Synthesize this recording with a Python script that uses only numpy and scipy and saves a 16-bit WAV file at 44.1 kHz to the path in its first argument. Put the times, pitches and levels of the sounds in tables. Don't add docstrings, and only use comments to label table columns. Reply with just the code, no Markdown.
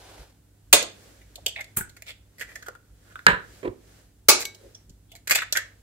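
import sys
import numpy as np
from scipy import signal
from scipy.fft import rfft, irfft, next_fast_len
from scipy.io import wavfile
from scipy.ndimage import map_coordinates

SR = 44100
rng = np.random.default_rng(int(sys.argv[2]) if len(sys.argv) > 2 else 0)


def log_audio(samples):
    frames = np.atleast_2d(samples).T
    limited = np.clip(frames, -1, 1)
    pcm = np.round(limited * 32767).astype(np.int16)
    wavfile.write(sys.argv[1], SR, pcm)


N = 256662
TIME_S = np.arange(N) / SR
AGE_S = np.arange(SR // 2) / SR

# f/Hz, level/dB
HUM = [(100, -62), (167, -77.5), (200, -84.5), (290, -74.5)]
# f/Hz, density/dB per Hz
RUMBLE_SPECTRUM = [(22, -47.5), (38, -16.5), (54, 2.0), (75, -13.0), (130, -15), (400, -34.5), (2000, -86.5)]
# t/s, level/dB
BUMPS = [(.21, -45), (.4, -58), (0.739, -45.5), (1.43, -50), (1.79, -38.5), (2.93, -51), (3.33, -39),
         (3.692, -34.5), (4.9, -46.5)]
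# f/Hz, density/dB per Hz
HISS_SPECTRUM = [(30, 8.5), (60, 24.5), (150, 18.5), (260, 22.5), (420, 14.5), (560, 10.5), (750, 1.5),
                 (1100, 0), (2500, -5.5), (3800, -2.5), (5200, -3), (7500, 5), (10000, 3), (15500, 1)]
# f/Hz, density/dB per Hz
FLICKER_SPECTRUM = [(180, -32), (300, -6), (490, -6.5), (814, -6), (1190, -14.5), (1420, -11), (1970, -15.5),
                    (4050, -15.5), (12500, -24.5), (15000, -31.5)]
# t/s, level/dB
FLICKER_LEVELS = [(0, -50.5), (.23, -50.5), (.26, -57), (.4, -73.5)]
# f/Hz, density/dB per Hz
CLOTH_SPECTRUM = [(60, -6), (200, 7), (500, 8.5), (1000, -4.5), (1600, 1), (2600, -4), (7500, -5),
                  (10000, -9.5), (15500, -14)]
# t at the fastest/s, level/dB, half length/s
STROKES = [(1.031, -56.5, .16), (1.502, -63.5, 0.51), (2.54, -57, 0.14), (3.154, -61, 0.17),
           (3.54, -53.5, 0.13), (3.935, -57.5, 0.12), (4.65, -60, 0.14), (5.65, -67.5, 0.22)]
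# f/Hz, t60/s
ROOM_T60 = [(100, 0.63), (500, 0.32), (2000, 0.29), (4000, .29), (8000, .24), (15000, 0.077)]
# t/s, rise/s, decay/s, ring f/Hz, ring/dB, thud/dB, clack/dB, room/dB, left over right/dB
COUNTER = [(3.2661, 0.00043, 0.0018, 1583, -2.5, -19.5, -13.5, -10.5, -4.5),
           (3.280, 0.0032, 0.024, 1810, -35, -17.5, -18.5, -13, -2),
           (3.628, 0.0031, .012, 403, -33, -40.5, -46, -9.5, -7),
           (3.644, 0.011, 0.0063, 371, -25, -34, -42, -9, -6),
           (3.671, 0.0079, 0.0029, 378, -27, -37, -43.5, -25.5, -4)]
# f/Hz, density/dB per Hz
THUD_SPECTRUM = [(30, -25.5), (70, -20), (120, -2), (190, -1.5), (250, -10.5), (470, 3.5), (640, -1.5),
                 (780, -12), (980, 2.5), (1500, -13.5), (4000, -58)]
# f/Hz, density/dB per Hz
CLACK_SPECTRUM = [(300, -21.5), (1150, -1.5), (1550, 9), (2300, 7), (3200, -3), (4300, -11.5), (5200, -30),
                  (7200, -18), (10000, -24.5), (15500, -34)]
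# t/s, rise/s, decay/s, splat/dB, thud/dB, air pocket/dB
PLOPS = [(1.7646, 0.002, 0.0065, -34, -61, -55), (1.769, 0.00038, 0.016, -17.5, -33.5, -55),
         (1.808, 0.0027, 0.0038, -36, -37, -31.5)]
# f/Hz, density/dB per Hz
SPLAT_SPECTRUM = [(200, -3), (600, -20), (870, 1.5), (1050, -7.5), (1400, 1.5), (2200, -5), (4000, -14),
                  (5500, -13.5), (8000, 4.5), (10000, 0.5), (15500, 1.5)]
# f/Hz, density/dB per Hz
WET_THUD_SPECTRUM = [(30, -21), (60, -3.5), (100, 0), (200, -14.5), (450, -20.5), (1500, -58)]
# f/Hz, level/dB, t60/s
POCKET_MODES = [(1430, -11, 0.13), (1530, -17, .12)]
# t/s, f/Hz, Q/1
FIRST_HOLLOW = [(1.21, 2100, 4.3), (1.35, 3600, 1.55), (1.48, 3120, 15), (1.57, 2085, 10.4),
                (1.97, 1970, 3), (2.092, 2920, 0.54), (2.391, 1865, 4.9), (2.559, 1830, 9.1),
                (2.68, 1393, 12), (3.17, 1460, 7.9)]
SECOND_HOLLOW = [(4.45, 2200, 2.3), (4.74, 5600, 11), (4.9, 6000, 3.9), (5.11, 3086, 5.2), (5.16, 1945, 10),
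                 (5.28, 1900, 2.5), (5.36, 2376, 0.85), (5.42, 1800, 1.9), (5.57, 1720, 6.4)]
# t/s, level/dB, decay/s, dry snap over hollow ring/dB
CRACKS = [(0.827, -33, 0.002, 30), (1.213, -56, 0.0095, -8), (1.356, -42, .005, 8),
          (1.462, -20.5, 0.0029, 1), (1.48, -32, 0.0045, -1), (1.607, -35, .005, -7),
          (1.642, -50.5, 0.0039, 10), (1.893, -51, 0.0062, 8), (1.965, -47, 0.0071, -1.5),
          (2.022, -41.5, 0.00093, 1), (2.408, -31.5, 0.013, -7.5), (2.553, -36, 0.01, -5.5),
          (2.624, -43.5, 0.0074, -4.5), (2.66, -41, 0.013, -9), (2.683, -36.5, 0.0037, -9.5),
          (2.75, -48, .0047, -10.5), (3.1559, -36, 0.0014, -23), (3.1918, -42, 0.00046, -27),
          (4.547, -50, 0.0042, 19), (4.747, -45, 0.0067, -22.5), (4.895, -57.5, 0.0061, 2.5),
          (5.116, -47.5, 0.0054, 1.5), (5.152, -45.5, 0.0088, 3.5), (5.272, -28.5, 0.012, 2),
          (5.296, -24, 0.0089, 2.5), (5.3085, -11, 0.0099, -2), (5.419, -26.5, 0.0068, -13),
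          (5.524, -22, 0.0049, 13), (5.57, -19.5, 0.0065, -3)]
# t/s, level/dB, swelling time/s, dry snap over hollow ring/dB
SWELLINGS = [(1.555, -33, 0.0081, -24), (1.584, -35.5, 0.0072, -22), (2.058, -34.5, 0.038, -6),
             (2.378, -39, 0.027, 1), (2.459, -43.5, 0.055, -9), (2.78, -64, 0.11, -10),
             (3.02, -47.5, .1, -10.5), (4.385, -27, 0.036, 6.5), (5.075, -59, 0.057, -5),
             (5.347, -14, 0.0072, 0), (5.378, -26, .0047, -40), (5.548, -20.5, 0.014, -12.5)]
# t/s, level/dB, swelling time/s, f/Hz
DULL_RUBS = [(0.822, -35.5, 0.0027, 517), (1.376, -49.5, 0.0071, 654), (1.435, -42.5, 0.047, 637),
             (1.555, -44, 0.042, 700), (2.682, -39, 0.0012, 500), (4.58, -45.5, 0.0935, 432.6),
             (5.11, -53, 0.046, 670)]
# f/Hz, density/dB per Hz
SNAP_SPECTRUM = [(200, -39), (900, -25), (2000, -10.5), (4000, 8), (5600, 2), (7300, 6), (9500, -6.5),
                 (12000, -1), (15500, -7)]
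# f/Hz, density/dB per Hz
KNOCK_SPECTRUM = [(60, -19.5), (250, -20.5), (480, -5.5), (670, 0), (850, -27), (1200, -18), (4000, -29.5)]
# t/s, level/dB, crushing time/s, decay/s, bowl ring/dB, room/dB
CHOPS = [(0.7275, -0.5, 0.0043, 0.0042, -26.5, -6.5), (4.285, -0.5, 0.0052, 0.00726, -28, -5.5)]
# f/Hz, density/dB per Hz
CHOP_SPECTRA = [
    [(47, -52.5), (80, -24), (190, -18.5), (391, -6.5), (477, -10), (621, -0.5), (741, -9.5), (1150, -12),
     (1570, -8.5), (1870, -10), (2600, -6), (2970, -10), (3780, -1.5), (5620, -10.5), (6860, -7.5),
     (15500, -12.5)],
    [(47, -54.5), (80, -26), (220, -21.5), (400, -2.5), (741, -7), (864, -5.5), (1010, -10), (1080, -4),
     (1950, -16.5), (2180, -4.5), (3240, -14), (3700, -5), (7170, -6.5), (8740, -11), (15500, -9.5)],
]
# t/s, ring/dB, rub/dB
TWANGS = [(.728, -32, -30), (4.2875, -22, -30), (4.4515, -33, -30)]
# f/Hz, level/dB, t60/s
BLADE_MODES = [(1599, -18, .33), (2234, 1, .2), (3900, -12, .37), (5900, -7, .17), (6379, -14, .14),
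               (7887, -10, .15), (8511, -13, .12), (11550, -9, .09), (12300, -10, .12)]
BOWL_MODES = [(392, -10.5, .25), (620, -3.5, 0.3), (855, -8, 0.31), (1280, -10, .22), (1520, -3, 0.15),
              (1785, -9, 0.24), (2611, -5.5, .26), (2799, -8.5, .25), (3680, -4, 0.25), (3900, 4, 0.18),
              (4274, -5.5, .27), (4470, -3, .25), (4780, -7.5, .25), (6616, -0.5, .22), (7047, -2.5, 0.2),
              (7106, -4.5, 0.18), (8023, -10.5, .25)]

RUMBLE_DB, RUMBLE_SWING_DB, BUMP_HALF_S = -59.5, -1, 0.018
CLOTH_REST_DB = -72
CRACK_RISE_SHARE, SWELLING_DECAY_S = 0.14, 0.013
WALL_HZ, WALL_Q, WALL_DB = 3443, 12, -5.5
WALL_DB_PER_OCTAVE = -9.5
KNOCK_DB, KNOCK_DB_PER_DB = -22.5, 0.85
HAND_Q, RUB_DECAY_S = 3.2, 0.0036
BAND_LIMIT_HZ = 15800


def amp(db):
    return 10 ** (np.asarray(db) / 20)


def unit(x):
    return x / np.sqrt(np.mean(x ** 2) + 1e-20)


def dose(x):
    energy = np.sum(x ** 2, axis=-1, keepdims=True)
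    return x / np.sqrt(energy / (SR / 100) + 1e-20)


def along(points, hz):
    f, value = np.transpose(points)
    return np.interp(np.log(hz + 1), np.log(f), value)


def swell(rows):
    return amp(np.interp(TIME_S, *np.transpose(rows)))


def bell(s, half_s):
    return np.exp(-((TIME_S - s) / half_s) ** 2)


def wobble(rate_hz):
    knots = rng.standard_normal(int(N * rate_hz / SR) + 4)
    return map_coordinates(knots, [TIME_S * rate_hz])


def filtered(x, response):
    n = x.shape[-1]
    m = 2 * next_fast_len(n // 2 + 4096)
    return irfft(rfft(x, m) * response(np.fft.rfftfreq(m, 1 / SR)), m)[..., :n]


def coloured(x, spectrum):
    def response(hz):
        cepstrum = irfft(np.log(amp(along(spectrum, hz))))
        half = len(cepstrum) // 2
        cepstrum[1:half] *= 2
        cepstrum[half + 1:] = 0
        return np.exp(rfft(cepstrum))
    return filtered(x, response)


def resonance(hz, centre_hz, q):
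    damping = 1j * hz * centre_hz / q
    return damping / (centre_hz ** 2 - hz ** 2 + damping)


def resonated(x, first, second):
    return filtered(x, lambda hz: resonance(hz, *first) * resonance(hz, *second))


def add(track, s, x):
    i = round(s * SR)
    track[:, i:i + x.shape[-1]] += x[..., :N - i]


def rush(spectrum, apart):
    noise = rng.standard_normal(N) + apart * rng.standard_normal((2, N))
    return unit(coloured(noise, spectrum))


def fractures(rise_s, decay_s, hold_s=0, spiky_db=5, apart=1.0):
    n = len(AGE_S)
    fade = np.exp(-np.maximum(AGE_S - rise_s - hold_s, 0) / decay_s)
    shape = np.minimum(AGE_S / rise_s, 1) * fade
    sizes = amp(spiky_db * np.clip(rng.standard_normal(n), -2, 2))
    sizes = sizes[np.arange(n) // (SR // 2000)]
    return shape * sizes * (rng.standard_normal(n) + apart * rng.standard_normal((2, n)))


def ring(modes):
    hz, db, t60_s = np.transpose(modes)[:, :, None]
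    tilt_db = np.array([1, -1])[:, None, None] * rng.normal(0, 1.2, hz.shape)
    size = amp(db + tilt_db)
    phase = rng.uniform(0, 2 * np.pi, hz.shape) + rng.normal(0, 0.17, size.shape)
    fade = np.exp(-np.log(1000) * AGE_S / t60_s) * (1 - np.exp(-AGE_S / 0.0013))
    return np.sum(size * fade * np.sin(2 * np.pi * hz * AGE_S + phase), axis=1)


def kitchen(x, wet_db, near_db=-7):
    hz, t, z = signal.stft(rng.standard_normal((2, len(AGE_S))), SR, nperseg=256)
    fade = np.exp(-np.log(1000) * t / along(ROOM_T60, hz)[:, None])
    tail = signal.istft(z * fade, SR, nperseg=256)[1][:, :len(AGE_S)]
    tail *= 1 - np.exp(-(AGE_S / 0.002) ** 2)
    near = rng.standard_normal(tail.shape) * np.exp(-AGE_S / 0.0038)
    near *= rng.random(tail.shape) < 0.1
    answer = 0
    for h, db in [(tail, wet_db), (near, near_db)]:
        answer = answer + amp(db) * h / np.linalg.norm(h, axis=1, keepdims=True)
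    return x + signal.fftconvolve(x, answer, axes=1)[:, :x.shape[-1]]


def placed(x, left_db, lag_s, mono_hz=450):
    side = filtered((x[0] - x[1]) / 2, lambda hz: (hz + 0.28 * mono_hz) / (hz + mono_hz))
    pair = x.mean(axis=0) + np.array([side, -side])
    lags_s = np.array([[lag_s], [-lag_s]])
    shifted = filtered(pair, lambda hz: np.exp(-1j * np.pi * hz * lags_s))
    return amp([[left_db / 2], [-left_db / 2]]) * shifted


def mains_hum():
    hum = 0
    for hz, db in HUM:
        gain = amp(db + wobble(2.9)) * np.sqrt(2)
        hum = hum + gain * np.sin(2 * np.pi * hz * TIME_S + 0.2 * wobble(1))
    return hum


def rumble():
    gain = amp(RUMBLE_DB + RUMBLE_SWING_DB * wobble(4.2))
    gain = gain + sum(amp(db) * bell(s, BUMP_HALF_S) for s, db in BUMPS)
    return gain * rush(RUMBLE_SPECTRUM, apart=0.27)


def early_flicker():
    return swell(FLICKER_LEVELS) * amp(1.3 * wobble(120)) * rush(FLICKER_SPECTRUM, apart=1.6)


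def sleeves():
    gain = amp(CLOTH_REST_DB) + sum(amp(db) * bell(s, half_s) for s, db, half_s in STROKES)
    return gain * amp(0.43 * wobble(19)) * rush(CLOTH_SPECTRUM, apart=6.3)


def background():
    low = mains_hum() + rumble()
    hiss = amp(-65.5) * rush(HISS_SPECTRUM, apart=2.4)
    high = hiss + early_flicker() + sleeves()
    return placed(low, left_db=-1.0, lag_s=0.0002) + placed(high, left_db=-1.0, lag_s=0.00005)


def counter():
    out = np.zeros((2, N))
    for s, rise_s, decay_s, ring_hz, ring_db, thud_db, clack_db, wet_db, left_db in COUNTER:
        contact = fractures(rise_s, decay_s, spiky_db=1.0, apart=0.29)
        pock = dose(resonated(contact, (ring_hz, 5), (ring_hz, 1.2)))
        thud = dose(coloured(fractures(rise_s, decay_s + 0.01, apart=0.48), THUD_SPECTRUM))
        clack = dose(coloured(contact, CLACK_SPECTRUM))
        knock = amp(ring_db) * pock + amp(thud_db) * thud + amp(clack_db) * clack
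        add(out, s, placed(kitchen(knock, wet_db), left_db, lag_s=0.00027))
    return out


def plops():
    out = np.zeros((2, N))
    for s, rise_s, decay_s, splat_db, thud_db, pocket_db in PLOPS:
        slap = fractures(rise_s, decay_s, spiky_db=-4.0, apart=1.46)
        splat = amp(splat_db) * dose(coloured(slap, SPLAT_SPECTRUM))
        thud = amp(thud_db) * dose(coloured(fractures(rise_s, decay_s, apart=0.42), WET_THUD_SPECTRUM))
        pop = amp(pocket_db) * dose(resonated(slap, (1460, 44), (1900, 1.9)))
        landing = kitchen(splat + thud, wet_db=-11.0) + kitchen(pop, wet_db=-8.5)
        landing = landing + amp(pocket_db) * ring(POCKET_MODES)
        add(out, s, placed(landing, left_db=-2, lag_s=0.00009))
    return out


def dull_rub(db, rise_s, pitch_hz):
    rub = fractures(rise_s, RUB_DECAY_S, apart=0.74)
    return amp(db) * dose(resonated(rub, (pitch_hz, HAND_Q), (pitch_hz, 2.5)))


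def shell_burst(s, db, rise_s, decay_s, snap_db):
    times_s, pitches_hz, qs = np.transpose(FIRST_HOLLOW + SECOND_HOLLOW)
    hollow_hz, q = np.interp(s, times_s, pitches_hz), np.interp(s, times_s, qs)
    grains = fractures(rise_s, decay_s, spiky_db=7.5, apart=0.97)
    hollow = dose(resonated(grains, (hollow_hz, q), (hollow_hz, 1.0)))
    wall = dose(resonated(grains, (WALL_HZ, WALL_Q), (WALL_HZ, 3.8)))
    wall_db = WALL_DB + WALL_DB_PER_OCTAVE * abs(np.log2(hollow_hz / WALL_HZ))
    snap = dose(coloured(grains, SNAP_SPECTRUM))
    burst = hollow + amp(wall_db) * wall + amp(snap_db) * snap
    knock = dose(coloured(grains, KNOCK_SPECTRUM))
    knock_db = KNOCK_DB + KNOCK_DB_PER_DB * db
    return amp(db) * burst / np.hypot(1, amp(snap_db)) + amp(knock_db) * knock


def shells():
    sounds = []
    for s, db, decay_s, snap_db in CRACKS:
        sounds.append((s, shell_burst(s, db, CRACK_RISE_SHARE * decay_s, decay_s, snap_db)))
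    for s, db, rise_s, snap_db in SWELLINGS:
        sounds.append((s, shell_burst(s, db, rise_s, SWELLING_DECAY_S, snap_db)))
    for s, db, rise_s, pitch_hz in DULL_RUBS:
        sounds.append((s, dull_rub(db, rise_s, pitch_hz)))
    out = np.zeros((2, N))
    for s, sound in sounds:
        add(out, s, placed(kitchen(sound, wet_db=-10, near_db=-2), left_db=-1.5, lag_s=0.00009))
    return out


def blade_twangs():
    out = np.zeros((2, N))
    for s, ring_db, rub_db in TWANGS:
        rub = dose(coloured(fractures(0.0022, 0.0024), SNAP_SPECTRUM))
        add(out, s, amp(ring_db) * ring(BLADE_MODES) + kitchen(amp(rub_db) * rub, wet_db=-15))
    return out


def chops():
    out = np.zeros((2, N))
    for (s, db, hold_s, decay_s, bowl_db, wet_db), spectrum in zip(CHOPS, CHOP_SPECTRA):
        breaks = fractures(0.0014, decay_s, hold_s, spiky_db=5.5, apart=1.2)
        crush = dose(coloured(breaks, spectrum))
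        blow = kitchen(amp(db) * crush, wet_db) + amp(bowl_db) * ring(BOWL_MODES)
        add(out, s, placed(blow, left_db=-1.5, lag_s=0.00012))
    return out


def scene():
    return chops() + blade_twangs() + shells() + plops() + counter() + background()


def record(dry):
    clipped = np.clip(dry, -0.95, 0.95)
    return filtered(clipped, lambda hz: 1 / (1 + (hz / BAND_LIMIT_HZ) ** 200))


dry = scene()
out = record(dry)
log_audio(out)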